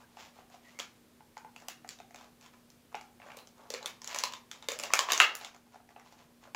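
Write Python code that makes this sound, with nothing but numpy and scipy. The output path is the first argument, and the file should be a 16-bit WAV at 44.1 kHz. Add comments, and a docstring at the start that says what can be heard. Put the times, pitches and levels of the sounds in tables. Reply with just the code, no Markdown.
"""Small quiet room: fingers pick at a stiff, clear plastic blister pack, a metre from a phone.
Each buckle of the shell snaps: a dent thuds, a panel rings, the crease cracks and ticks.
Sliding strokes make the film rustle from random slips; a few faint squeaks are swelling noise bands.
Near walls answer after a short gap, then a diffuse tail; a slightly wavering hum and a hiss lie underneath."""
import sys
import numpy as np
from scipy import signal
from scipy.fft import rfft, irfft, next_fast_len
from scipy.io import wavfile
from scipy.ndimage import uniform_filter1d, minimum_filter1d, map_coordinates

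SR = 44100
rng = np.random.default_rng(int(sys.argv[2]) if len(sys.argv) > 2 else 0)


def dump_mix(stems):
    """Bounce the given channels to the path in sys.argv[1] as a 16-bit WAV at rate SR."""
    frames = np.atleast_2d(stems).T  # one column per channel
    limited = np.clip(frames, -1, 1)  # hard clip at full scale
    pcm = np.round(limited * 32767).astype(np.int16)
    wavfile.write(sys.argv[1], SR, pcm)


def gain_from_db(level_db):
    """Convert decibel levels to linear amplitude factors (20 dB per decade)."""
    decades = np.asarray(level_db, float) / 20
    return 10 ** decades


N = 288855

# First echoes off the near walls. Each row: delay in seconds, level in dB.
WALL_ECHOES = [(.0077, -10.5), (.0135, -14.5), (.018, -13.5), (.023, -28.5)]
# Film sliding under the fingers. Each row: start in seconds, length in seconds,
# dull rustle in relative dB, bright rustle in relative dB.
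FILM_STROKES = [(-0.02, 0.072, -56, -58), (0.087, 0.14, -63, -65), (0.155, .16, -53.5, -47),
                (0.321, 0.14, -59.5, -58), (0.498, .1, -55, -55), (0.593, 0.24, -62, -57.5),
                (0.938, 0.056, -66, -64), (1.055, .12, -74, -73), (1.587, 0.14, -56, -66),
                (2.132, .18, -54.5, -57), (2.397, 0.11, -59, -53.5), (2.527, 0.025, -54, -57),
                (2.916, 0.022, -48.5, -62), (3.178, 0.29, -50, -57.5), (3.36, 0.049, -67, -53),
                (3.533, 0.22, -53.5, -61.5), (3.798, 0.082, -44, -55), (4.039, 0.25, -44.5, -37.5),
                (4.474, 0.19, -60, -57), (4.622, 0.054, -55, -56.5), (4.822, 0.069, -43, -41),
                (4.881, 0.19, -46, -40), (5.004, 0.036, -34.5, -34.5), (5.068, 0.11, -33, -31.5),
                (5.166, 0.04, -31.5, -35), (5.35, .06, -60.5, -43.5), (5.388, .12, -47.5, -41),
                (5.535, 0.037, -53, -63), (5.659, 0.029, -56.5, -63), (5.705, 0.095, -56, -57),
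                (5.893, 0.041, -56, -58.5), (5.948, 0.094, -52.5, -65.5), (6.041, 0.067, -58.5, -54.5),
                (6.09, 0.087, -57, -58), (6.166, 0.1, -58, -55.5), (6.3, 0.041, -62, -69),
                (6.403, 0.1, -55, -56)]


def snaps():
    """Each buckle rings three dent and two panel modes; shell thud, crack and tick are short noise bursts."""
    # Buckles. Each row: time in seconds, snap reference level in dB, dent in dB re snap,
    # panel pitch in Hz, crack in dB re snap.
    buckles = [(0.169, -38, 1.5, 2700, -14), (0.387, -46, 7, 1920, -22), (0.499, -47, 0, 1670, -9),
               (0.541, -49, 8, 1910, -6), (0.788, -26.5, -20, 2140, -5.5), (0.795, -25.5, -22, 2300, -8.5),
               (0.799, -21.5, -17, 3380, -8), (1.205, -49, 6.5, 2030, -22), (1.368, -32.5, 1, 2110, -18),
               (1.377, -42, -11, 1630, -3), (1.446, -42.5, 8.5, 1910, -17), (1.561, -33.5, -9.5, 2700, -8),
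               (1.6, -52.5, -6, 2650, 6), (1.62, -43.5, 0, 1540, -8), (1.683, -26, -8.5, 2780, -2),
               (1.845, -37.5, 2.5, 1990, -22), (1.876, -54, -4, 2000, 7.5), (1.889, -29.5, -15.5, 4430, 0),
               (1.987, -38.5, -10, 3630, -12), (2.0, -38, 4, 2510, -12), (2.107, -44, 0.5, 2100, -10),
               (2.144, -34.5, -2.5, 2170, -9), (2.158, -39.5, -7, 3580, -1.5), (2.242, -51.5, -13, 3630, 0),
               (2.41, -52, -19, 2520, 3.5), (2.46, -42, -4.5, 3340, -7.5), (2.536, -48.5, -6, 2330, -11),
               (2.701, -56, -13, 1690, 9), (2.944, -23.5, 1, 2570, -31), (2.951, -30.5, -7, 2800, -9),
               (3.01, -38.5, 0, 2250, -5), (3.199, -40, -4, 2130, -28), (3.217, -37, -11, 2650, -30),
               (3.227, -42, -7, 2240, -29), (3.267, -39.5, -5, 1760, -22), (3.286, -38, -9, 1610, -25),
               (3.302, -34, -8, 2360, -23), (3.317, -33, -6, 2400, -20), (3.343, -45.5, 0.5, 2340, -24),
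               (3.369, -41.5, 2.5, 2550, -0.5), (3.387, -34, -13, 4140, -21), (3.471, -55, -5, 3920, 11),
               (3.702, -29.5, 2, 3690, 1.1), (3.738, -22, -4, 4300, -7), (3.746, -23.5, -6, 2340, -15),
               (3.827, -32.5, -13, 3950, -9), (3.858, -19, -19, 3490, -7.5), (4.017, -36.5, -9, 3400, -1.1),
               (4.043, -34.5, -8.5, 4060, 0.5), (4.074, -36, -23, 4300, 7.5), (4.145, -23, -7, 2530, -4),
               (4.159, -25.5, -2, 1850, -3.5), (4.186, -21.5, -28, 4560, -2),
               (4.194, -34.5, -10, 4360, 2.5), (4.236, -14, -6.5, 4240, -8), (4.322, -33, -13, 2780, -5.5),
               (4.335, -26.5, -8.5, 3520, -7.5), (4.513, -28, -25, 3400, -4.5),
               (4.624, -32, -11, 3600, -14), (4.685, -15, -7, 3640, -6.5), (4.717, -24.5, -5, 2510, -0.5),
               (4.788, -28.5, -27, 2510, -1.5), (4.797, -24.5, -6, 2440, -3), (4.828, -32.5, 0, 2527, -7),
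               (4.835, -22, -6.5, 2690, -2), (4.903, -29.5, 1, 1800, -19.5),
               (4.914, -36.5, -3.5, 3030, -13), (4.935, -6.5, -21, 2350, -6.5),
               (4.942, -15.5, -8, 2600, -18), (4.99, -11.5, -3, 3270, -2.5), (5.086, -20, 1, 2580, -25.5),
               (5.102, -13.5, -6, 2870, -21), (5.119, -7.5, -13, 3690, -6), (5.132, -17, -20, 2877, -2),
               (5.176, -18.5, -10, 2860, -1.5), (5.2, 9.5, -13.5, 2750, -18),
               (5.351, -30.5, -28, 1800, 1.5), (5.411, -30, -3, 3840, -8.5), (5.446, -25, -12.5, 3460, -6),
               (5.545, -39, -6, 2210, -8), (5.743, -49.5, 12, 1490, -5), (5.757, -46.5, 9.5, 1520, -25),
               (5.801, -51, 9.5, 1530, -20.5), (5.889, -42, -3.5, 1940, -13), (5.961, -38.5, 4, 2630, -32),
               (5.996, -38, -23, 1970, -11.5), (6.123, -48, 1, 2180, -0.5), (6.438, -46, -11, 1550, -10),
               (6.473, -42.5, 1.5, 1490, -22), (6.546, -24, 0, 2500, -8)]
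    # Dent pitch as the grip squeezes and frees the shell. Each row: time in seconds, pitch in Hz.
    grip = [(0.15, 800), (0.79, 700), (1.2, 875), (1.45, 880), (1.56, 775), (2.1, 740), (2.5, 1050),
            (2.94, 810), (3.32, 750), (3.37, 510), (3.75, 500), (3.85, 1050), (4.3, 1020), (4.63, 880),
            (4.68, 500), (4.84, 630), (4.9, 1100), (5.1, 1060), (5.2, 1310), (5.41, 790), (6.0, 770),
            (6.47, 596), (6.54, 900)]
    # Thin edges flicking free, treble only. Each row: time in seconds, level in dB.
    flicks = [(1.683, -31), (2.701, -50), (3.369, -34), (3.702, -35), (3.858, -28.5), (4.145, -36),
              (4.186, -33.5), (4.236, -28), (4.685, -29), (4.788, -34), (4.828, -35.5), (4.935, -17),
              (5.064, -51), (5.119, -20.5), (5.351, -23)]
    # Thud of a 2500 Hz panel. Each row: frequency in Hz, relative level in dB per Hz.
    thud_spectrum = [(300, -11), (700, -1.5), (1200, -0.5), (1700, 1.5), (2900, -5.5), (3800, -8.5),
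                     (6000, -33.5)]
    # Crease crack. Each row: frequency in Hz, relative level in dB per Hz.
    crack_spectrum = [(2500, -16.5), (4000, -14.5), (5500, -10), (7000, -7.5), (8000, -15.5), (9000, -58.5)]
    # Crease tick and edge flick. Each row: frequency in Hz, relative level in dB per Hz.
    tick_spectrum = [(7000, -28), (8500, 1.5), (11000, 4), (13000, -2), (15500, 1.5), (17000, -34)]
    dent_t60_s, panel_t60_s = 0.021, 0.0065
    tick_re_crack_db = -15

    columns = np.vstack([buckles, faint_snaps()]).T[:, :, None]
    time_s, snap_db, dent_re_snap_db, panel_hz, crack_re_snap_db = columns
    dent_db = snap_db + dent_re_snap_db
    crack_db = snap_db + crack_re_snap_db
    dent_hz = np.interp(time_s, *np.transpose(grip))
    t = np.arange(2048) / SR

    def ring(hz, t60_s, rise_s):
        """One decaying mode with a soft onset."""
        return np.sin(2 * np.pi * hz * t) * gain_from_db(-60 * t / t60_s) * (1 - np.exp(-t / rise_s))

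    dent = gain_from_db(dent_db) * ring(dent_hz, dent_t60_s, 0.00084)
    dent += gain_from_db(dent_db - 10.5) * ring(0.578 * dent_hz, dent_t60_s, 0.0015)  # wider wall
    dent += gain_from_db(dent_db - 6) * ring(1.7 * dent_hz, dent_t60_s / 2, 0.00089)  # overtone
    panel = gain_from_db(snap_db - 1.5) * ring(panel_hz, panel_t60_s, 0.00034)
    panel += gain_from_db(snap_db - 9.5) * ring(0.65 * panel_hz, panel_t60_s, 0.0014)  # lower partner
    # higher-pitched panels thud higher
    thud = burst(thud_spectrum, snap_db - 13, t, t60_s=0.022, rise_s=0.00058, stretch=panel_hz / 2500)
    crack = burst(crack_spectrum, crack_db, t, t60_s=0.012, rise_s=0.00036)
    tick = burst(tick_spectrum, crack_db + tick_re_crack_db, t, t60_s=0.012, rise_s=0.0003)

    track = np.zeros(N)
    direct, all_round = dent + panel + thud + crack + tick
    add(track, direct, all_round, time_s[:, 0] + 0.0003)
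    flick_s, flick_db = np.transpose(flicks)
    direct, all_round = burst(tick_spectrum, flick_db[:, None], t, t60_s=0.005, rise_s=0.0003)
    add(track, direct, all_round, flick_s)
    return track


def faint_snaps():
    """One small chance buckle around each stroke, as rows like the large ones."""
    level_re_dull_db, spread_db, typical_panel_hz = -3, 5, 2300
    start_s, length_s, dull_db, _ = np.transpose(FILM_STROKES)
    where, size, dent, panel, crack = rng.standard_normal((len(start_s), 5)).T
    time_s = np.clip(start_s + length_s * (0.5 + 0.22 * where), 0, None)
    snap_db = dull_db + level_re_dull_db + spread_db * size
    panel_hz = typical_panel_hz * np.exp(0.25 * panel)
    return np.transpose([time_s, snap_db, -1.5 + 3 * dent, panel_hz, -9 + 6 * crack])


def burst(spectrum, db, t, t60_s, rise_s, stretch=1):
    """A noisy burst, and one smooth click of the same energy: its colour averaged over all directions."""
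    def colour(hz):
        return gain_from_db(along(spectrum, hz / stretch + 0 * db))  # 0 * db: one row per burst

    shape = gain_from_db(-60 * t / t60_s) * (1 - np.exp(-t / rise_s))
    noise = filtered(rng.standard_normal((len(db), len(t))), colour)
    click = filtered(np.arange(len(t)) == 100, colour)
    noise *= shape / np.std(noise, axis=1, keepdims=True)
    click *= np.linalg.norm(shape) / np.linalg.norm(click, axis=1, keepdims=True)
    return gain_from_db(db) * np.array([noise, click])


def rustle():
    """Slips excite the hollow of the shell and hiss off the film; the room smears them."""
    # Resonances of the hollow. Each row: centre in Hz, width in Hz, level in dB.
    hollow_modes = [(513, 430, 3), (846, 646, 8.5), (1156, 570, 6.5)]
    # Film hiss. Each row: frequency in Hz, relative level in dB per Hz.
    hiss_spectrum = [(700, -12.5), (1300, 1.5), (2500, 5.5), (4500, 0.5), (7300, -1), (8500, -19.5),
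                     (15500, -15), (16500, -50)]

    def hollow(hz):
        """Resonators summed with alternating sign."""
        total = 0
        for k, (centre_hz, width_hz, db) in enumerate(hollow_modes):
            damping = 1j * hz * width_hz
            total = total + (-1) ** k * gain_from_db(db) * damping / (centre_hz ** 2 - hz ** 2 + damping)
        return total

    dull_gain, bright_gain = strokes()
    dull = gain_from_db(-6) * dull_gain * unit(filtered(grit(1500), hollow))
    bright = gain_from_db(-9) * bright_gain * unit(filtered(grit(2500), lambda hz: gain_from_db(along(hiss_spectrum, hz))))
    step = SR // 5  # each piece gets its own room tail
    pieces = np.pad(dull + bright, (0, -N % step)).reshape(-1, step)
    track = np.zeros(N)
    add(track, pieces, pieces, np.arange(len(pieces)) * step / SR)
    return track


def strokes():
    """Dull and bright strength of the sliding: every stroke swells and fades by the same law."""
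    peak, sharpness = 0.34, 1.5  # peak as a share of stroke length
    t = np.arange(N) / SR
    gains = np.zeros((2, N))
    for start_s, length_s, *db in FILM_STROKES:
        u = (t - start_s) / length_s
        swell = np.clip(np.minimum(u / peak, (1 - u) / (1 - peak)), 0, 1)
        gains += gain_from_db(db)[:, None] * np.sin(np.pi / 2 * swell) ** sharpness
    return gains


def grit(rate_hz):
    """Tiny slips of the film: dense ticks of random timing and uneven size."""
    slips = rng.random(N) < rate_hz / SR
    return slips * rng.standard_normal(N) * gain_from_db(3 * rng.standard_normal(N))


def squeaks():
    """Skin slipping on the film: faint, fuzzy tones (narrow noise bands) that swell and fade."""
    # Each row: start in seconds, end in seconds, centre in Hz, level before the swell in dB rms.
    slips = [(.01, 0.08, 1590, -68.5), (0.632, 0.72, 1930, -61), (0.736, 0.795, 2150, -63.5)]
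    t = np.arange(N) / SR
    track = np.zeros(N)
    for start_s, end_s, centre_hz, db in slips:
        swell = np.sin(np.pi * np.clip((t - start_s) / (end_s - start_s), 0, 1))
        tone = filtered(rng.standard_normal(N), lambda hz: np.exp(-((hz - centre_hz) / 130) ** 2))
        track += gain_from_db(db) * swell * unit(tone)
    return track


def add(track, direct, all_round, times_s):
    """Play each sound at its time: straight, off the near walls, and from all sides in the room's tail."""
    wet = signal.fftconvolve(all_round, rooms(len(direct)), axes=1)
    for delay_s, db in [(0.0007, 0.0038)] + WALL_ECHOES:  # straight path first
        wet[:, round(delay_s * SR):][:, :direct.shape[1]] += gain_from_db(db) * direct
    for time_s, row in zip(times_s, wet):
        part = track[round(time_s * SR):][:len(row)]
        part += row[:len(part)]


def rooms(count):
    """A silent gap, dense echoes, then a diffuse tail: decaying noise, drawn anew for each sound."""
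    # Each row: frequency in Hz, t60 in seconds, tail level in dB.
    decay = [(300, 0.42, -9.5), (800, 0.44, -5.5), (2090, 0.3, -3), (5550, 0.3, -5.5), (7650, 0.22, -5),
             (9000, 0.24, -5.5), (15000, 0.21, -3.5)]
    length, build_s = 18000, 0.0035
    dense_s, dense_db = 0.051, 3  # farther walls: rises by dense_db until dense_s, then drops back
    hz, t, z = signal.stft(rng.standard_normal((count, length)), SR, nperseg=256)
    band_hz, band_t60_s, band_db = np.transpose(decay)
    t60_s = along(np.transpose([band_hz, band_t60_s]), hz)[:, None]
    db = along(np.transpose([band_hz, band_db]), hz)[:, None]
    fullness_db = dense_db * (np.clip(t / dense_s, 0, 1) * (t < dense_s) - 0.5)
    z = z * gain_from_db(db + fullness_db - 60 * t / t60_s)
    tail = signal.istft(z, SR, nperseg=256)[1][:, :length]
    late_s = np.clip(np.arange(length) / SR - WALL_ECHOES[0][0], 0, None)
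    return tail * (1 - np.exp(-late_s / build_s)) / np.sqrt(SR / 60)


def room_tone():
    """Smooth broad noise, and a mains hum that wavers a little in level and phase."""
    # Room tone and hiss. Each row: frequency in Hz, relative level in dB per Hz.
    air_spectrum = [(20, -17.5), (60, -10), (150, -6), (320, -8), (550, -12), (800, -16.5), (1300, -19.5),
                    (3800, -23), (7500, -26), (15500, -28.5), (16300, -63.5)]
    # Each row: frequency in Hz, mean level in dB rms.
    hum_tones = [(120, -84), (240, -67.5)]
    air_db = -66.5  # rms above 300 Hz
    air = filtered(rng.standard_normal(N), lambda hz: gain_from_db(along(air_spectrum, hz)))
    air *= gain_from_db(air_db) / np.std(filtered(air, lambda hz: hz > 300))
    t = np.arange(N) / SR
    hum = np.zeros(N)
    for hz, db in hum_tones:
        level = gain_from_db(db + 1.2 * wobble(8.5)) * np.sqrt(2)
        hum += level * np.sin(2 * np.pi * hz * t + 0.37 * wobble(4))
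    return air + hum


def unit(x):
    """Scale to rms 1."""
    return x / np.sqrt(np.mean(x ** 2) + 1e-20)


def along(points, hz):
    """(Hz, value) points read on a log frequency axis."""
    f, v = np.transpose(points)
    return np.interp(np.log(hz + 1), np.log(f + 1), v)


def wobble(rate_hz):
    """A smooth random curve, rate_hz knots a second."""
    knots = rng.standard_normal(int(N * rate_hz / SR) + 4)
    return map_coordinates(knots, [np.arange(N) * rate_hz / SR])


def filtered(x, response):
    """x times a response of frequency."""
    m = next_fast_len(x.shape[-1] + 8192)
    spectrum = rfft(x, m) * response(np.fft.rfftfreq(m, 1 / SR))
    return irfft(spectrum, m)[..., :x.shape[-1]]


def scene():
    """The small pack radiates little bass, hence the high-pass; the room tone lies under it."""
    high_pass = signal.butter(N=4, Wn=345, btype="high", fs=SR, output="sos")
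    pack = signal.sosfilt(high_pass, snaps() + rustle() + squeaks())
    return (pack + room_tone())[None]


def low_pass(x):
    """Removes everything above the highest recorded frequency."""
    return signal.sosfilt(signal.butter(12, 16990, fs=SR, output="sos"), x)


def record(dry):
    """Slow gain control turns down loud passages and what follows; a fast limiter holds the highest peaks."""
    memory_s, threshold_db, slope, ceiling = 0.6, -38.5, 0.2, 0.71
    keep = np.exp(-1 / (memory_s * SR))
    power = signal.lfilter([1 - keep], [1, -keep], dry ** 2)
    loud_db = 10 * np.log10(power + 1e-12)
    steady = dry * gain_from_db(-slope * np.clip(loud_db - threshold_db, 0, None))
    peak_gain = np.minimum(1, ceiling / (np.abs(steady) + 1e-9))
    held_gain = minimum_filter1d(peak_gain, size=181)  # about 2 ms either side
    mix = steady * uniform_filter1d(held_gain, size=91)
    return low_pass(mix)


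dry = scene()
out = record(dry)
dump_mix(out)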